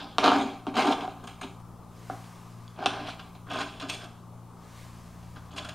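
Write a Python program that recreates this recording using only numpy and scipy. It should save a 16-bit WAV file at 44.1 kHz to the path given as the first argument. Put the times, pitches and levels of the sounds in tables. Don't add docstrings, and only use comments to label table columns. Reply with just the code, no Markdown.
import sys
import numpy as np
from scipy import signal
from scipy.fft import rfft, irfft, next_fast_len
from scipy.io import wavfile
from scipy.ndimage import uniform_filter1d, map_coordinates

SR = 44100
rng = np.random.default_rng(int(sys.argv[2]) if len(sys.argv) > 2 else 0)


def output_pcm(signal):
    pcm = np.clip(np.atleast_2d(signal).T, -1, 1) * 32767
    wavfile.write(sys.argv[1], SR, np.round(pcm).astype(np.int16))


def ratio(d):
    e = np.asarray(d, float) / 20
    return 10 ** e


N = 253134
TIME = np.arange(N) / SR

# f/Hz, width/Hz, level/dB
FLEX = [(195.5, 25, -8), (231.6, 15.2, 4.5), (257, 25.6, 3.5), (286.7, 17.7, 6), (389.4, 19, 2)]
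# f/Hz, width/Hz, level/dB
BODY = [(605.2, 16.7, -8), (723, 68, -1.5), (763.4, 38, 2), (804, 18, -0.5), (868, 132, -12.5),
        (1071, 60, -7), (1100, 344, -13), (1267, 27, -13.5)]
# f/Hz, width/Hz, level/dB
SPINE = [(644, 150, -1.05), (770, 105, -1), (1005, 19.5, 3.7), (1258, 185, -1), (1298, 44, 0),
         (1555, 160, -0.99)]
# f/Hz, width/Hz, level/dB
BITE = [(2340, 700, 4.5), (2513, 400, 9), (3190, 1410, -1), (3710, 730, 4.5), (4030, 4200, -11.5)]
# f/Hz, width/Hz, level/dB
STEEL = [(2490, 290, -6), (2693, 183, -1), (3024, 120, -7.5), (3348, 108, 4), (3520, 390, -3),
         (4030, 170, -8.5), (4410, 112, -2.5), (4480, 350, -6), (5050, 184, -13.5), (5490, 220, -11.5)]
# f/Hz, width/Hz, level/dB
HISS = [(5660, 1800, -4), (8950, 3900, 2), (9900, 2500, 1.5)]
# f/Hz, width/Hz, level/dB
SONG = [(6700, 420, 1), (7540, 400, -12), (8350, 330, -2), (8800, 330, -2), (11050, 420, -8),
        (14500, 470, -14)]


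def unit(x):
    return x / np.sqrt(np.mean(x ** 2) + 1e-20)


def along(points, hz):
    f, v = np.transpose(points)
    return np.interp(np.log(hz + 1), np.log(f + 1), v)


def sides(pan_db):
    return np.array([[.5], [-.5]]) * pan_db


def wobble(rate):
    return map_coordinates(rng.standard_normal(int(N * rate / SR) + 4), [TIME * rate])


def filtered(x, response):
    m = next_fast_len(N + SR // 2)
    return irfft(rfft(x, m) * response(np.fft.rfftfreq(m, 1 / SR)), m)[..., :N]


def patches(shape, frame_size, bin_size, spread_db):
    field = uniform_filter1d(rng.standard_normal(shape), size=bin_size, axis=0)
    return ratio(spread_db * unit(uniform_filter1d(field, size=frame_size, axis=1)))


def rush(spectrum, alike, patchy_db):
    z = signal.stft(rng.standard_normal((2, N)), nperseg=512)[2]
    z = z * patches(z.shape[1:], 12, 6, patchy_db)
    pair = signal.istft(z, nperseg=512)[1][:, :N]

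    def response(hz):
        turn = np.arccos(np.clip(along(alike, hz), -1, 1)) / 2
        return ratio(along(spectrum, hz)) * [np.cos(turn), np.sin(turn)]

    mid, side = filtered(pair, response)
    return np.array([mid + side, mid - side])


def ring(modes):
    t = np.arange(SR // 8) / SR
    answer = np.zeros(len(t))
    for k, (hz, width, db) in enumerate(modes):
        decay = np.exp(-np.pi * width * t)
        answer += (-1) ** k * ratio(db) * width * decay * np.sin(2 * np.pi * hz * t)
    return answer


def rung(force, modes):
    answer = ring(modes)
    return signal.fftconvolve(force, answer / np.linalg.norm(answer))[:N]


def struck(places, size, modes):
    answer = np.convolve(ring(modes), np.hanning(5))
    return signal.fftconvolve(np.bincount(places, size, N), answer / np.abs(answer).max())[:N]


def friction(rate, spread_db, smooth):
    size = np.minimum(rng.exponential(1, N), 4)
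    happens = rng.random(N) < rate / SR
    slips = happens * ratio(spread_db * size) * rng.choice([-1, 1], N)
    rub = smooth * rng.standard_normal(N)
    return unit((unit(slips) + rub) * ratio(1.2 * wobble(45)))


def traffic():
    # t/s, f/Hz, level/dB
    engine = [(0.0, 95.5, -65), (0.35, 97.7, -53), (0.602, 96, -67), (1.399, 95.8, -59), (2.0, 96, -58.5),
              (2.3, 95, -60.5), (3.3, 92.1, -60), (3.8, 91.7, -59), (4.5, 87.8, -63), (5.0, 83.6, -56.5),
              (5.74, 80.6, -51)]
    s, hz, db = np.transpose(engine)
    phase = 2 * np.pi * np.cumsum(np.interp(TIME, s, hz) + 0.727 * wobble(4.5)) / SR
    level = np.interp(TIME, s, db) + 0.65 * wobble(4.71) + sides(2.4)
    octave_db = -7
    return np.sqrt(2) * ratio(level) * (np.sin(phase) + ratio(octave_db) * np.sin(2 * phase))


def beat(k):
    neighbours = {1: (.57, 3.4, -5), 2: (2.18, 2.57, -10)}
    hz, s, db = neighbours.get(k, (0, 0, -100))
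    return 1 + ratio(db) * np.exp(2j * np.pi * hz * (TIME - s))


def room_air():
    # f/Hz, density/dB
    air_colour = [(20, -11), (90, -23), (140, -16), (300, -16.5), (520, -21), (760, -19), (1200, -17),
                  (1400, -26.5), (1750, -37), (4000, -40.5), (10000, -40.5), (16000, -50)]
    # f/Hz, likeness 0-1
    air_alike = [(38, 0.99), (60, 0.76), (300, 0.87), (1000, 0.95), (4000, 1), (8000, 0.057), (14000, 0.39)]
    # f/Hz, left-right level/dB
    air_lean = [(42, 1.5), (60, 3), (300, 2), (1200, 4), (4000, -0.8)]
    air = rush(air_colour, air_alike, patchy_db=1.1)
    air = filtered(air, lambda hz: ratio(sides(along(air_lean, hz))))
    upper = filtered(air, lambda hz: hz > 250)
    air_db = -54
    return ratio(air_db) * air / np.std(upper)


def fridge():
    # t/s, load/dB, cabinet shake/dB
    compressor = [(0.0, -2.5, -3), (0.34, 1, 5), (0.61, -2.5, 1), (1.202, -1, 7), (2.6, 3.5, -4),
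                  (3.3, -0.5, 8), (4.3, 2, -4), (4.8, 1, -4), (5.35, 2, 2)]
    # multiple, level/dB, left-right level/dB
    steady = [(1, -63, -4), (3, -53.5, 1.9), (4, -61.5, -4.5)]
    # f/Hz, density/dB
    cabinet = [(20, -1), (30, -15), (45, 0), (70, -3), (92, -1), (110, 5), (140, -30.5)]
    hum_hz, loaded_db, rumble_db = 57.91, -52.5, -71.5
    s, load, shake = np.transpose(compressor)
    load, shake = np.interp(TIME, s, load), np.interp(TIME, s, shake)
    phase = 2 * np.pi * np.cumsum(hum_hz + 0.048 * wobble(1.38)) / SR
    hum = np.zeros((2, N))
    for k, db, pan in steady + [(2, loaded_db + load, 3.4)]:
        level = db + 0.96 * wobble(4.58) + sides(pan)
        turning = np.exp(1j * (k * phase + rng.uniform(0, 2 * np.pi)))
        hum += np.sqrt(2) * ratio(level) * np.imag(beat(k) * turning)
    rumble = unit(rush(cabinet, [(60, 1.0)], patchy_db=2.5))
    return hum + ratio(rumble_db + shake + np.array([[4.], [2.5]])) * rumble


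def sleeve():
    # t/s, level/dB
    reaches = [
        [(1.6, -64), (1.67, -109), (1.964, -64), (2.132, -56.5), (2.184, -58), (2.584, -65), (2.76, -68)],
        [(4.3, -104), (4.53, -75), (4.65, -62.5), (4.808, -56), (4.918, -61), (5.5, -67)],
    ]
    # f/Hz, density/dB
    cloth_colour = [(880, -73), (1500, 1), (2720, -4), (3090, -5), (6830, -7.5), (10900, -13.5),
                    (16000, -20)]
    rows = []
    for reach in reaches:
        rows += [(reach[0][0] - .004, -100), *reach, (reach[-1][0] + .008, -100)]
    s, db = np.transpose(rows)
    level = np.interp(TIME, s, db) + 1.5 + 0.052 * wobble(4.5)
    return ratio(level) * unit(rush(cloth_colour, [(2000, 0.99), (10000, 1.0)], patchy_db=0.6))


def kitchen(x):
    # t/s, level/dB, left-right level/dB
    near_echoes = [
        (.0043, -16.5, -0.5),
        (.0065, -12.5, -4),
        (.011, -20.5, -0.5),
    ]
    # f/Hz, t60/s
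    decay = [(200, 0.34), (1000, 0.46), (4000, 0.36), (12000, 0.54)]
    # f/Hz, side level/dB
    tail_width = [(250, -28), (520, -13), (1500, -41), (3000, -101), (6000, -6), (10000, -12)]
    tail_db = -5.5
    dull = uniform_filter1d(x, size=3)
    near = x
    for s, db, pan in near_echoes:
        near = near + ratio(db + sides(pan)) * np.pad(dull, (round(s * SR), 0))[:N]
    hz, t, z = signal.stft(rng.standard_normal((2, SR // 2)), SR, nperseg=256)
    fade = ratio(-60 * t / along(decay, hz)[:, None])
    tail = signal.istft(z * fade, SR, nperseg=256)[1]
    tail = tail / np.linalg.norm(tail[0])
    late = signal.fftconvolve(np.pad(x, (500, 0))[None], tail, axes=1)[:, :N]
    side = filtered(late[1], lambda hz: ratio(along(tail_width, hz)))
    return near + ratio(tail_db) * np.array([late[0] + side, late[0] - side])


def mirror(hz):
    gap_hz, gap_wide_hz, gap_db, dull_hz = 1846, 483, -5, 10500
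    rise, wide = gap_hz ** 2 - hz ** 2, 1j * hz * gap_wide_hz
    gap = (rise + ratio(gap_db) * wide) / (rise + wide)
    return gap / (1 - (hz / dull_hz) ** 2 + 1.3j * hz / dull_hz)


def ticks():
    # t/s, level/dB, three notes f/Hz
    landings = [
        (2.357, -49, 3585, 5660, 8600),
        (2.679, -39, 3400, 4720, 6680),
    ]
    out = np.zeros(N)
    for s, db, *tones in landings:
        modes = [(hz, 180, -4.5 * k) for k, hz in enumerate(tones)]
        out += struck([round(s * SR)], [ratio(db)], modes)
    return out


def clinks():
    # t/s, peak level/dB
    tip_contacts = [(.253, -39), (.260, -38), (.270, -40), (.278, -38), (.291, -38), (.302, -43),
                    (.317, -41), (.331, -42), (.340, -39), (.361, -43), (.374, -45), (.384, -43),
                    (.390, -41), (.402, -45), (.413, -39), (.422, -40), (.429, -41), (.775, -37),
                    (.785, -40), (.795, -39), (.835, -41), (.868, -38), (.896, -39), (.919, -38),
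                    (3.517, -46), (3.536, -44), (3.545, -44), (3.559, -43), (3.576, -45), (3.589, -41),
                    (3.597, -39), (3.608, -38), (3.8, -44), (3.82, -46), (3.828, -46), (3.886, -46),
                    (3.903, -35), (3.946, -39), (5.361, -55), (5.518, -51), (5.537, -50), (5.576, -40),
                    (5.598, -48), (5.626, -51), (5.691, -42)]
    # f/Hz, width/Hz, level/dB
    tip_notes = [(6680, 230, 0), (8450, 330, -9), (11050, 300, -11)]
    s, db = np.transpose(tip_contacts)
    return struck(np.round(s * SR).astype(int), ratio(db + 3), tip_notes)


def scuffs():
    # t/s, bite peak level/dB, body level/dB, hiss level/dB, length/ms
    catches = [(0.753, -25, -9, -11, 27), (0.869, -20, -6, -11, 56), (0.82, -15, -10, -29, 30),
               (0.919, -21, -14, -15, 53), (1.006, -26, -5, -22, 19), (1.2366, -48, 7.5, 0.5, 110),
               (1.271, -34.5, 6, -1.5, 45), (1.412, -40, 15, 6.5, 38), (2.86, -14.5, 3, -14, 32),
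               (3.086, -34, 9, -12, 44), (3.192, -35, 6.5, -15, 49), (3.351, -50, 9, -2, 20),
               (3.498, -35, 6, -8, 28), (3.513, -34, 8.5, -13, 60), (3.532, -32, -8, -8, 54),
               (3.608, -21, 5, -11.5, 40), (3.797, -24.5, -2.5, -13, 31), (3.809, -26.5, 5.5, -5.5, 19),
               (3.8957, -20.5, -10, -5, 44), (3.947, -33, -4, 2, 22), (4.038, -40.5, 0, -6, 49),
               (5.226, -45.5, -2, -8, 28), (5.357, -52, -6, -25, 27), (5.562, -31, 3, -10, 32),
               (5.579, -25, 2.5, -18, 37), (5.646, -33.5, 5.5, -6, 42), (5.686, -32, 2.5, -7.5, 73)]
    s, bite, body, hiss, ms = np.transpose(catches)
    t = np.arange(SR // 10) / SR
    swell = 1 - np.exp(-t / .0025)
    burst = swell * ratio(-60000 * t / np.clip(ms, 3, 90)[:, None])
    places = (np.round(s * SR).astype(int)[:, None] + np.arange(len(t))).ravel()
    grit = friction(3000, spread_db=5.0, smooth=1.05)
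    song_grit = np.roll(grit, 60)
    parts = [(SPINE, bite + body - 4, grit), (BITE, bite - 11, grit), (STEEL, bite - 3, grit),
             (HISS, bite + hiss - 16, grit), (SONG, bite + hiss - 6, song_grit)]
    out = np.zeros(N)
    for modes, db, force in parts:
        bursts = (ratio(db)[:, None] * burst).ravel()
        out += rung(force * np.bincount(places, bursts, N + len(t))[:N], modes)
    return out


def knocks():
    # t/s, bite peak level/dB, body level/dB, flex level/dB, hiss level/dB
    hits = [
        (0.1819, -7, -3, -10, -24),
        (0.2409, -12.5, 8, -32, -44),
        (0.2776, -19, 13, 10, -27.5),
        (0.3164, -20.5, 18, 7.5, -33),
        (0.6665, -26.5, 11, 12.5, -36),
        (0.7659, -32.5, 14.5, -24, -25),
        (3.5856, -38, -8, -25, -24),
    ]
    # t/s, bite peak level/dB, body level/dB, flex level/dB, hiss level/dB
    flat_taps = [
        (1.0764, -41.5, 25.4, 12, -27),
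        (2.097, -46, 31.3, 18, -9),
        (2.789, -44, 22, 19, -14),
        (2.8245, -40, 23, -11, -24),
        (2.858, -10.5, 5.3, -8, -38),
        (3.083, -39, 18, -6, -24),
    ]
    # f/Hz, width/Hz, level/dB
    hollow_air = [(534, 170, -5), (759, 43, 12.5), (1290, 250, -6.5), (1520, 170, -7)]
    # f/Hz, width/Hz, level/dB
    flat_notes = [(2690, 330, 8.5), (3210, 210, 11), (3290, 230, 5.5), (3620, 250, 8.5), (5700, 720, -2),
                  (9050, 340, -6)]
    s, bite, body, flex, hiss = np.transpose(hits + flat_taps)
    hollow = np.array([0.47] * len(hits) + [0.91] * len(flat_taps))
    places = np.round((s + 0.001493) * SR).astype(int)
    low = ratio(bite + body - 7.0)
    parts = [(BODY, low * (1 - hollow)), (hollow_air, low * hollow), (FLEX, ratio(bite + flex - 9.5)),
             (flat_notes, ratio(bite + 1.0) * hollow), (SONG[:3], ratio(bite + hiss + 2))]
    return sum(struck(places, size, modes) for modes, size in parts)


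def stutter():
    # t/s, snap peak level/dB, crack level against the snap/dB
    slip_events = [(.1833, -7, -10), (.2285, -22, -10), (.2366, -14, -9), (.2412, -8.5, -10),
                   (.2495, -11, -11), (.2553, -17, -12), (.2604, -6.5, -9), (.2703, -15, -8),
                   (.2793, -6.5, -7), (.2919, -12, -8), (.3022, -14, -14), (.3172, -11, -18),
                   (.333, -14, -16), (.3517, -17, -16), (.366, -19, -16), (.3813, -21, -16),
                   (.6682, -25, -14), (.7673, -15, -14), (.7809, -21, -10), (.7969, -23, -9),
                   (.8053, -21, -10), (.8194, -22, -8), (.8341, -22, -9), (.8487, -18, -16),
                   (.8703, -18, -12), (.8769, -20, -10), (.8855, -18, -14), (.9027, -21, -12),
                   (.9123, -20, -14), (.9249, -19, -10), (.9314, -20, -14), (1.053, -29, -16),
                   (2.0993, -27, -22), (3.5209, -29, -9), (3.5397, -30, -8), (3.5697, -30, -9),
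                   (3.5875, -25, -9), (3.6208, -28, -8), (3.8975, -27, -8), (1.831, -46, -20),
                   (2.027, -43, -20), (5.361, -40, -14)]
    # f/Hz, width/Hz, level/dB
    snap_modes = [(1120, 380, 0)]
    # f/Hz, width/Hz, level/dB
    crack_modes = [(3760, 1250, -6), (4610, 630, -6), (5080, 400, -16.5), (10200, 1500, -38)]
    rebound_s, rebound_db = .0043, -6
    s, snap, crack = np.transpose(slip_events)
    places = np.round(s * SR).astype(int)
    slip = struck(places, ratio(snap + crack), crack_modes) - struck(places + 12, ratio(snap), snap_modes)
    return slip + ratio(rebound_db) * np.roll(slip, round(rebound_s * SR))


def strokes():
    # t/s, length/s, first level/dB, last level/dB, brightness/dB
    light_drags = [(0.0, 0.071, -34.5, -47, -7), (.068, 0.18, -51, -60, -1), (.19, 0.031, -24, -36, 3),
                   (.226, 0.0073, -24, -19.5, -4), (.24, 0.12, -20.5, -31, 1),
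                   (2.108, 0.084, -38, -66, -16), (2.24, 0.038, -55, -71, 5),
                   (2.76, 0.088, -47.5, -30.5, -5.5), (2.88, 0.18, -35.5, -38.5, -1.5),
                   (3.062, 0.033, -46, -44.5, 10.5), (3.097, 0.054, -49.5, -67, 17)]
    # t/s, length/s, first level/dB, last level/dB, brightness/dB
    hand_presses = [(.335, 0.082, -28, -31.5, 1.5), (.42, 0.24, -32, -62, 4.5),
                    (.675, 0.064, -34.5, -56, 0), (.741, 0.024, -24, -26.5, -6.5),
                    (.768, 0.06, -22, -25, 3.5), (.815, 0.045, -37, -22.5, 1),
                    (.868, 0.066, -21.5, -24, -1.5), (.942, 0.1114, -41, -32.5, -1.5),
                    (1.087, 0.072, -47, -63.5, 9), (1.16, 0.086, -49.5, -45.5, -3),
                    (1.274, 0.19, -47.5, -74, 9.5), (1.412, 0.03, -42.5, -34.5, 5.5),
                    (1.44, 0.076, -46.5, -65, 9.5), (3.18, 0.23, -53.5, -70, 8.5),
                    (3.35, 0.046, -50, -80, 6.5)]
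    # t/s, length/s, first level/dB, last level/dB, brightness/dB
    flat_strokes = [(3.466, 0.033, -48, -43, -7), (3.502, 0.13, -36.5, -35, 0),
                    (3.585, 0.023, -36, -31.5, 3.5), (3.62, 0.17, -46.5, -55, 6), (3.8, 0.025, -57, -33, 0),
                    (3.826, 0.068, -35.5, -51.5, -4), (3.886, 0.007, -52, -37.5, 11.5),
                    (3.898, 0.056, -42, -41, 7.5), (3.986, 0.073, -47.5, -45, 1),
                    (4.072, 0.13, -57, -64, 0), (5.361, 0.049, -42.5, -65, -3.5),
                    (5.43, 0.12, -66, -51, -8), (5.508, 0.051, -54, -55, 2), (5.563, 0.026, -43, -38, 9),
                    (5.586, 0.14, -41.5, -50.5, -1.5)]
    # flex/dB, bite/dB, hiss/dB, steel share of the bite 0-1, blade's song share of the hiss 0-1
    grips = [(light_drags, (-6, -6, -25.5, 0.43, 0)), (hand_presses, (-0.5, -10, -28, 0.16, 1)),
             (flat_strokes, (-5, -5.5, -17, 0.8, 0.4))]
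    hiss_grows = 1.53
    touch_s, lift_s = .004, .009
    power = np.zeros((7, N))
    for rows, (flex, bite, hiss, steel, song) in grips:
        for s, length, first, last, bright in rows:
            corners = [s - touch_s, s, s + length, s + length + lift_s]
            span = (TIME > corners[0]) & (TIME < corners[-1])
            db = np.interp(TIME[span], corners, [first - 20, first, last, last - 20])
            edge = ratio(2 * (bite + bright))
            top = ratio(2 * (hiss + hiss_grows * bright))
            shares = [ratio(2 * flex), 1 - steel, steel, edge * (1 - steel), edge * steel,
                      top * (1 - song), top * song]
            power[:, span] += np.outer(shares, ratio(2 * db))
    return np.sqrt(power)


def patched(x, patchy_db):
    z = signal.stft(x, nperseg=256)[2]
    return signal.istft(z * patches(z.shape, 9, 4, patchy_db), nperseg=256)[1][:N]


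def scrape():
    # f/Hz, width/Hz, level/dB
    palm_modes = [(2950, 620, -6), (3560, 460, 2.5), (4500, 1450, -7)]
    palm_db, palm_t60_s = -47.5, 0.53
    coarse = friction(900, spread_db=2.0, smooth=0.63)
    fine = friction(2500, spread_db=3.5, smooth=0.66)
    body = coarse * ratio(-2.5)
    edge = unit(fine + 0.31 * coarse) * ratio(-2.0)
    top = fine * ratio(-7.5)
    parts = [(FLEX, -body), (BODY, body), (SPINE, body), (BITE, edge), (STEEL, edge),
             (HISS, top), (SONG, np.roll(top, SR // 100))]
    rub = rung(np.roll(coarse, SR) * ratio(palm_db - 60 * TIME / palm_t60_s), palm_modes)
    for (modes, force), gain in zip(parts, strokes()):
        rub = rub + rung(force * gain, modes)
    return patched(rub, patchy_db=2.0)


def scene():
    # f/Hz, left-right level/dB
    board_lean = [(300, 1), (600, -0.9), (1000, 0.5), (1300, 0.76), (6000, -0.6)]
    board = scrape() + stutter() + knocks() + scuffs() + ticks() + clinks()
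    small = signal.butter(4, 190, "high", fs=SR, output="sos")
    board = filtered(signal.sosfilt(small, board), mirror)
    board = filtered(kitchen(board), lambda hz: ratio(sides(along(board_lean, hz))))
    return board + sleeve() + room_air() + fridge() + traffic()


def band_limit(x):
    return signal.sosfilt(signal.butter(12, 16490, fs=SR, output="sos"), x)


def record(dry):
    mix = filtered(dry, lambda hz: hz < 15800)
    return band_limit(mix)


dry = scene()
out = record(dry)
output_pcm(out)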